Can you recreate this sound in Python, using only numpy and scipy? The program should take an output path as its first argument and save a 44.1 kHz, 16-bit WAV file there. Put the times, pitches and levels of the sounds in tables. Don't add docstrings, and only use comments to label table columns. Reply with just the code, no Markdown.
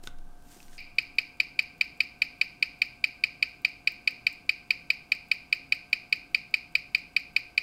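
import sys
import numpy as np
from scipy import signal
from scipy.fft import rfft, irfft
from scipy.io import wavfile
from scipy.ndimage import uniform_filter1d

SR = 44100
rng = np.random.default_rng(int(sys.argv[2]) if len(sys.argv) > 2 else 0)


def voltage_ratio(decibels):
    exponent = np.asarray(decibels, float) / 20
    return 10 ** exponent


def wrap_up_sound(samples):
    columns = np.atleast_2d(samples).T
    tamed = np.clip(columns, -1, 1)
    steps = np.round(tamed * 32767).astype(np.int16)
    wavfile.write(sys.argv[1], SR, steps)


N = 336042
CHANGE_S = 0.7805

# frequency in Hz, level in dB per Hz.
AIR_COLOUR = [(10, -2), (25, -3), (40, 3.5), (60, 1.5), (100, -5.5), (257, -1.5), (440, -11), (640, -12),
              (810, -10), (1100, -17.5), (1430, -36), (2400, -90)]
# centre in Hz, width in Hz, level in dB.
HUMS = [(126, 16, -70.5), (162.7, 13, -71), (280, 15, -71), (505, 14, -80), (1555, 80, -71)]
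# frequency in Hz, level in dB per Hz.
HISS_COLOUR = [(600, -13), (1200, 13.5), (1850, 0.5), (2400, 2.5), (6000, -2), (10000, -3.5), (15000, -8.5)]
# crest in seconds, crest level in dB, ring in Hz, rise and fall in dB per second.
ROCKS = [
    (.187, -32, 16.4, 70, 58),
    (.699, -40.5, 15.4, 150, 42),
    (1.02, -53, 12, 150, 60),
    (.075, -45, 45, 250, 250),
]
# full at in seconds, held in seconds, level in dB,
# rise and fall in dB per second.
STROKES = [
    (.032, 0.043, -59.5, 3002, 400),
    (.46, .01, -75, 56, 200),
    (.52, .01, -56.5, 250, 55),
    (.736, .004, -62, 500, 120),
]
# full at in seconds, held in seconds, level in dB, rise and fall in dB per second.
SQUEAKS = [
    (.031, .03, -65, 3000, 900),
    (.52, .01, -66, 130, 40),
]
# frequency in Hz, level in dB per Hz.
RUB_COLOUR = [(1500, -5), (2500, -2), (4000, -4), (5500, -1), (8800, -2), (9900, -3), (11000, -17),
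              (13000, -16)]
# start in seconds, peak in dB, ring in Hz, ring level in dB relative to the snap,
# ring t60 in seconds.
GLOVE_CLICKS = [
    (.0345, -49, 8500, -23, .03),
    (0.0375, -40, 347, -1.5, 0.024),
    (0.081, -49, 5300, 0, .01),
    (0.185, -53, 5500, -20, .01),
    (.423, -54, 8500, -4, .01),
    (.565, -65.5, 353, 19, 0.056),
    (.603, -47.5, 2600, 4.5, 0.018),
    (0.628, -43.5, 5750, -19, .2),
    (0.682, -49, 2200, -2, .01),
    (.731, -47.5, 1800, -3, 0.023),
]
# frequency in Hz, level in dB, t60 in seconds.
CLAMP_MODES = [(1180, -17, 0.062), (1500, 1, 0.034), (1530, -26, 0.34), (2200, -7, 0.0078), (3640, 1, 0.01)]
# frequency in Hz, level in dB per Hz.
CLAMP_CRACK = [(1500, 1), (2300, -3), (3700, 2), (6500, -4.5), (9500, -14), (11000, -31), (13800, -12),
               (16000, -30)]
# sounder click in seconds, wheel lock after it in ms, lock level in dB.
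SWINGS_FORTH = [(.757, 46.5, -54), (1.1828, 33.6, -57), (1.5892, 36.9, -51), (2.00261, 30.6, -52),
                (2.41141, 27.3, -54), (2.81621, 40.3, -56), (3.23601, 29.7, -59), (3.64661, 40.3, -56),
                (4.07341, 35.2, -52), (4.49101, 24.9, -52), (4.90081, 32.9, -54), (5.31301, 24.0, -51),
                (5.72061, 26.7, -54), (6.12421, 35.9, -54), (6.53861, 29.7, -54), (6.94602, 34.6, -52),
                (7.36181, 27.5, -56)]
# sounder click in seconds, wheel lock after it in ms, lock level in dB.
SWINGS_BACK = [(.9826, 41.8, -56), (1.3992, 35.1, -60), (1.8088, 37.3, -57), (2.21721, 26.3, -54),
               (2.62401, 38.0, -59), (3.03881, 37.4, -53), (3.42441, 61.3, -60), (3.87161, 48.5, -49),
               (4.26541, 61.8, -49), (4.70421, 28.1, -60), (5.11741, 32.6, -50), (5.52481, 23.0, -51),
               (5.92761, 36.8, -60), (6.34441, 31.3, -56), (6.75081, 32.4, -56), (7.16282, 34.3, -51),
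               (7.57582, 30.8, -61)]
# frequency in Hz, level in dB per Hz.
WALL_COLOUR = [(1650, -31), (2150, -5), (2370, 5.5), (2560, -3), (2950, -14.5), (3450, -26), (3950, -16),
               (4600, -8.5), (5000, -6.5), (5450, -25), (7300, -32), (11300, -43), (12500, -33),
               (13800, -60)]
# frequency in Hz, t60 in seconds.
WALL_T60 = [(1000, 0.33), (2400, 0.51), (4600, 0.42), (8000, 0.22), (14000, 0.37)]
# frequency in Hz, level in dB, t60 in seconds, polarity.
DISC_MODES = [(2523, -4.4, 0.0162, -1), (4523, -13.8, 0.0312, 1)]
# frequency in Hz, level in dB, t60 in seconds, polarity.
HOUSING_MODES = [(610, -43, 0.022, 1), (1274, -41.5, 0.053, 1), (2072, -18, 0.012, -1),
                 (3062, -19.5, 0.014, 1), (3840, -20, 0.022, 1), (5415, -27.5, 0.014, -1),
                 (6100, -93, 0.021, 1), (7510, -36, 0.022, -1), (8580, -39.5, 0.034, -1),
                 (11800, -64.5, 0.0026, -1), (12740, -45.5, 0.021, -1), (14200, -61.9, 0.018, -1)]
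# delay in ms, gain.
PATHS = [(0.09, -0.06), (0.9, 0.122), (1.125, -0.111), (1.605, -0.486), (1.695, -0.186), (2.925, -0.11),
         (3.285, -0.291), (3.465, 0.105), (3.75, -0.21), (4.02, 0.255), (4.62, -0.314), (4.68, 0.18),
         (4.875, 0.309), (5.265, 0.15), (5.595, -0.251), (5.775, -0.125), (6.12, 0.184), (6.9, 0.102),
         (7.245, -0.136), (9.39, -0.092), (10.035, -0.092), (10.515, 0.068), (11.145, 0.056)]
# frequency in Hz, level in dB per Hz.
PANEL_BUZZ = [(4000, -11), (5800, -4.5), (6600, -13.5), (8000, -8.5), (9400, -9), (10300, -20.5),
              (11500, -4.5), (12700, 1), (13400, -8), (14300, -26), (16000, -34)]
# frequency in Hz, level in dB per Hz.
STAND_KNOCK = [(250, -26), (450, -12), (750, -16), (1120, -57), (1280, -37), (1450, 8.5), (1650, 3),
               (1880, 21), (2050, -35), (3400, 4), (4000, -35), (4950, -56), (5600, -16)]


def evened(x):
    return x / np.sqrt(np.mean(x ** 2) + 1e-20)


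def read(points, hz):
    f, value = np.transpose(points)
    return np.interp(np.log(hz + 1), np.log(f + 1), value)


def add(mix, s, sound):
    part = mix[round(s * SR):][:len(sound)]
    part += sound[:len(part)]


def decay(db, t60, t):
    return voltage_ratio(db - 60 * t / t60)


def coloured(points, size):
    colour = voltage_ratio(read(points, np.fft.rfftfreq(size, 1 / SR)))
    return evened(irfft(rfft(rng.standard_normal(size)) * colour, size))


def band(x, lo_hz, hi_hz):
    return signal.sosfilt(signal.butter(2, [lo_hz, hi_hz], "band", fs=SR, output="sos"), x)


def burst(points, db, t60, rise_s):
    t = np.arange(2600) / SR
    return coloured(points, len(t)) * decay(db, t60, t) * np.clip(t / rise_s, 0, 1)


def swell(s, hold_s, db, rise, fall):
    t = np.arange(N) / SR - s
    return voltage_ratio(db - rise * np.maximum(-t, 0) - fall * np.maximum(t - hold_s, 0))


def impulses(seconds, gains, size):
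    margin, near = 16, np.arange(-16, 17)
    out = np.zeros(size + 64)
    for place, gain in zip(seconds * SR + margin, gains):
        out[round(place) + near] += gain * np.sinc(near + round(place) - place) * np.hanning(len(near))
    return out[margin:size + margin]


def workshop(air_db=-59.5, hiss_db=-68, whine_hz=713.5, whine_db=-67.5, waver_hz=1.45, waver_db=0.5):
    f = np.fft.rfftfreq(N, 1 / SR)
    out = voltage_ratio(air_db) * coloured(AIR_COLOUR, N) + voltage_ratio(hiss_db) * coloured(HISS_COLOUR, N)
    for hz, width_hz, db in HUMS:
        resonance = 1 / (1 + (2 * (f - hz) / width_hz) ** 2)
        out += voltage_ratio(db) * evened(irfft(rfft(rng.standard_normal(N)) * resonance, N))
    slow = uniform_filter1d(rng.standard_normal((2, N)), 3000)
    pitch_waver, level_waver = evened(uniform_filter1d(slow, 3000))
    turns = np.cumsum(whine_hz + waver_hz * pitch_waver) / SR
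    return out + np.sqrt(2) * voltage_ratio(whine_db + waver_db * level_waver) * np.sin(2 * np.pi * turns)


def bench(push_hz=14.1):
    out, t = np.zeros(N), np.arange(N) / SR
    for k, (s, db, hz, rise, fall) in enumerate(ROCKS):
        rocking = np.cos(2 * np.pi * np.where(t < s, push_hz, hz) * (t - s))
        out += (-1) ** k * swell(s, 0, db, rise, fall) * rocking
    return out


def glove_clicks(snap_t60=0.021):
    out, t = np.zeros(N), np.arange(6000) / SR
    for s, db, hz, ring_db, ring_t60 in GLOVE_CLICKS:
        puff = rng.standard_normal(len(t)) * decay(0, snap_t60, t)
        snap = band(puff, 1600, max(6000, 1.5 * hz))
        ring = decay(ring_db, ring_t60, t) * np.sin(2 * np.pi * hz * t)
        add(out, s, voltage_ratio(db) * (snap / abs(snap).max() + ring))
    return out


def clamp(shut_s=0.0732, ring_db=-34.5):
    out, t = np.zeros(N), np.arange(6000) / SR
    for hz, db, t60 in CLAMP_MODES:
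        add(out, shut_s, decay(ring_db + db, t60, t) * np.sin(2 * np.pi * hz * t))
    add(out, shut_s, burst(CLAMP_CRACK, db=-28, t60=0.0097, rise_s=0.00024))
    return out


def glove_rub(grit_db=1.5):
    grit = voltage_ratio(grit_db * evened(uniform_filter1d(rng.standard_normal(N), 150)))
    squeal = evened(band(rng.standard_normal(N), 11800, 14700))
    rub = sum(swell(*row) for row in STROKES) * coloured(RUB_COLOUR, N)
    return grit * (rub + sum(swell(*row) for row in SQUEAKS) * squeal)


def hands(room_db=-38, room_t60=0.29):
    out, t = glove_clicks() + clamp(), np.arange(6000) / SR
    room = band(rng.standard_normal(len(t)), 530, 2800) * decay(room_db, room_t60, t)
    out += signal.oaconvolve(out, room)[:N]
    return (out + glove_rub()) * (np.arange(N) < CHANGE_S * SR)


def tick(shape, bright_db, dull_db):
    puff = rng.standard_normal(len(shape)) * shape
    bright, dull = band(puff, 12200, 15900), band(puff, 7000, 8600)
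    return voltage_ratio(bright_db) * bright / abs(bright).max() + voltage_ratio(dull_db) * dull / abs(dull).max()


def escapement(t60=0.007, tail_db=-19, tail_t60=0.094, bright_lift_db=3, dull_lift_db=5, scatter_db=2.5):
    answer_s, impulse_s = 0.0281, 0.017
    limp_ms, limp_db = 55, 15
    out, t = np.zeros(N), np.arange(1500) / SR
    shape = (decay(0, t60, t) + decay(tail_db, tail_t60, t)) * np.clip(t / 0.00069, 0, 1)
    for click_s, lock_ms, lock_db in SWINGS_FORTH + SWINGS_BACK:
        lock_s = click_s + lock_ms / 1000
        unlock_off, impulse_off, *dull_offs = scatter_db * rng.standard_normal(5)
        unlock_db = -63 + unlock_off - limp_db * (lock_ms > limp_ms)
        snaps = [(click_s - answer_s, unlock_db), (lock_s - impulse_s, -71 + impulse_off), (lock_s, lock_db)]
        for (s, db), dull_off in zip(snaps, dull_offs):
            add(out, s, tick(shape, db + bright_lift_db, db - 6 + dull_off + dull_lift_db))
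    return out * (np.arange(N) > CHANGE_S * SR)


def walls(level_db=-38, first_s=0.0039, rise_s=0.0025):
    t = np.arange(SR // 2) / SR
    hz, frame_s, z = signal.stft(coloured(WALL_COLOUR, len(t)), SR, nperseg=256)
    fading = z * decay(0, read(WALL_T60, hz)[:, None], frame_s)
    tail = signal.istft(fading, SR, nperseg=256)[1][:len(t)]
    return voltage_ratio(level_db) * tail * np.clip((t - first_s) / rise_s, 0, 1)


def sounder():
    out, t = np.zeros(2600), np.arange(2600) / SR
    for hz, db, t60, polarity in DISC_MODES:
        out += polarity * decay(db, t60, t) * 1000 * t * np.cos(2 * np.pi * hz * t)
    for hz, db, t60, polarity in HOUSING_MODES:
        out += polarity * decay(db, t60, t) * np.sin(2 * np.pi * hz * t)
    return out


def tester_click():
    ms, gains = np.transpose(PATHS)
    click = np.convolve(impulses(ms / 1000, gains, size=800), sounder())
    add(click, 0.0018, voltage_ratio(3) * burst(PANEL_BUZZ, db=-43.5, t60=0.02, rise_s=0.001))
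    add(click, 0.0016, burst(STAND_KNOCK, db=-40, t60=0.064, rise_s=0.0042))
    return signal.sosfilt(signal.butter(8, 14300, fs=SR, output="sos"), click)


def tester(drift=0.15, nearer_db=0.06):
    beats = np.sort(np.transpose(SWINGS_FORTH + SWINGS_BACK)[0])
    since = beats - beats.mean()
    levels = voltage_ratio(nearer_db * np.maximum(since, 0))
    out = signal.oaconvolve(impulses(beats, levels, size=N), tester_click())[:N]
    for share in (np.cos(drift * since), np.sin(drift * since)):
        out += signal.oaconvolve(impulses(beats, share, size=N), walls())[:N]
    return out * (np.arange(N) > CHANGE_S * SR)


def scene():
    return (tester() + escapement() + hands() + bench() + workshop())[None]


def low_pass(x):
    return signal.sosfilt(signal.butter(12, 16470, fs=SR, output="sos"), x)


def record(dry):
    edge = signal.firwin(511, 15820, window=("kaiser", 9), fs=SR)
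    return low_pass(signal.oaconvolve(dry, edge[None], "same"))


dry = scene()
out = record(dry)
wrap_up_sound(out)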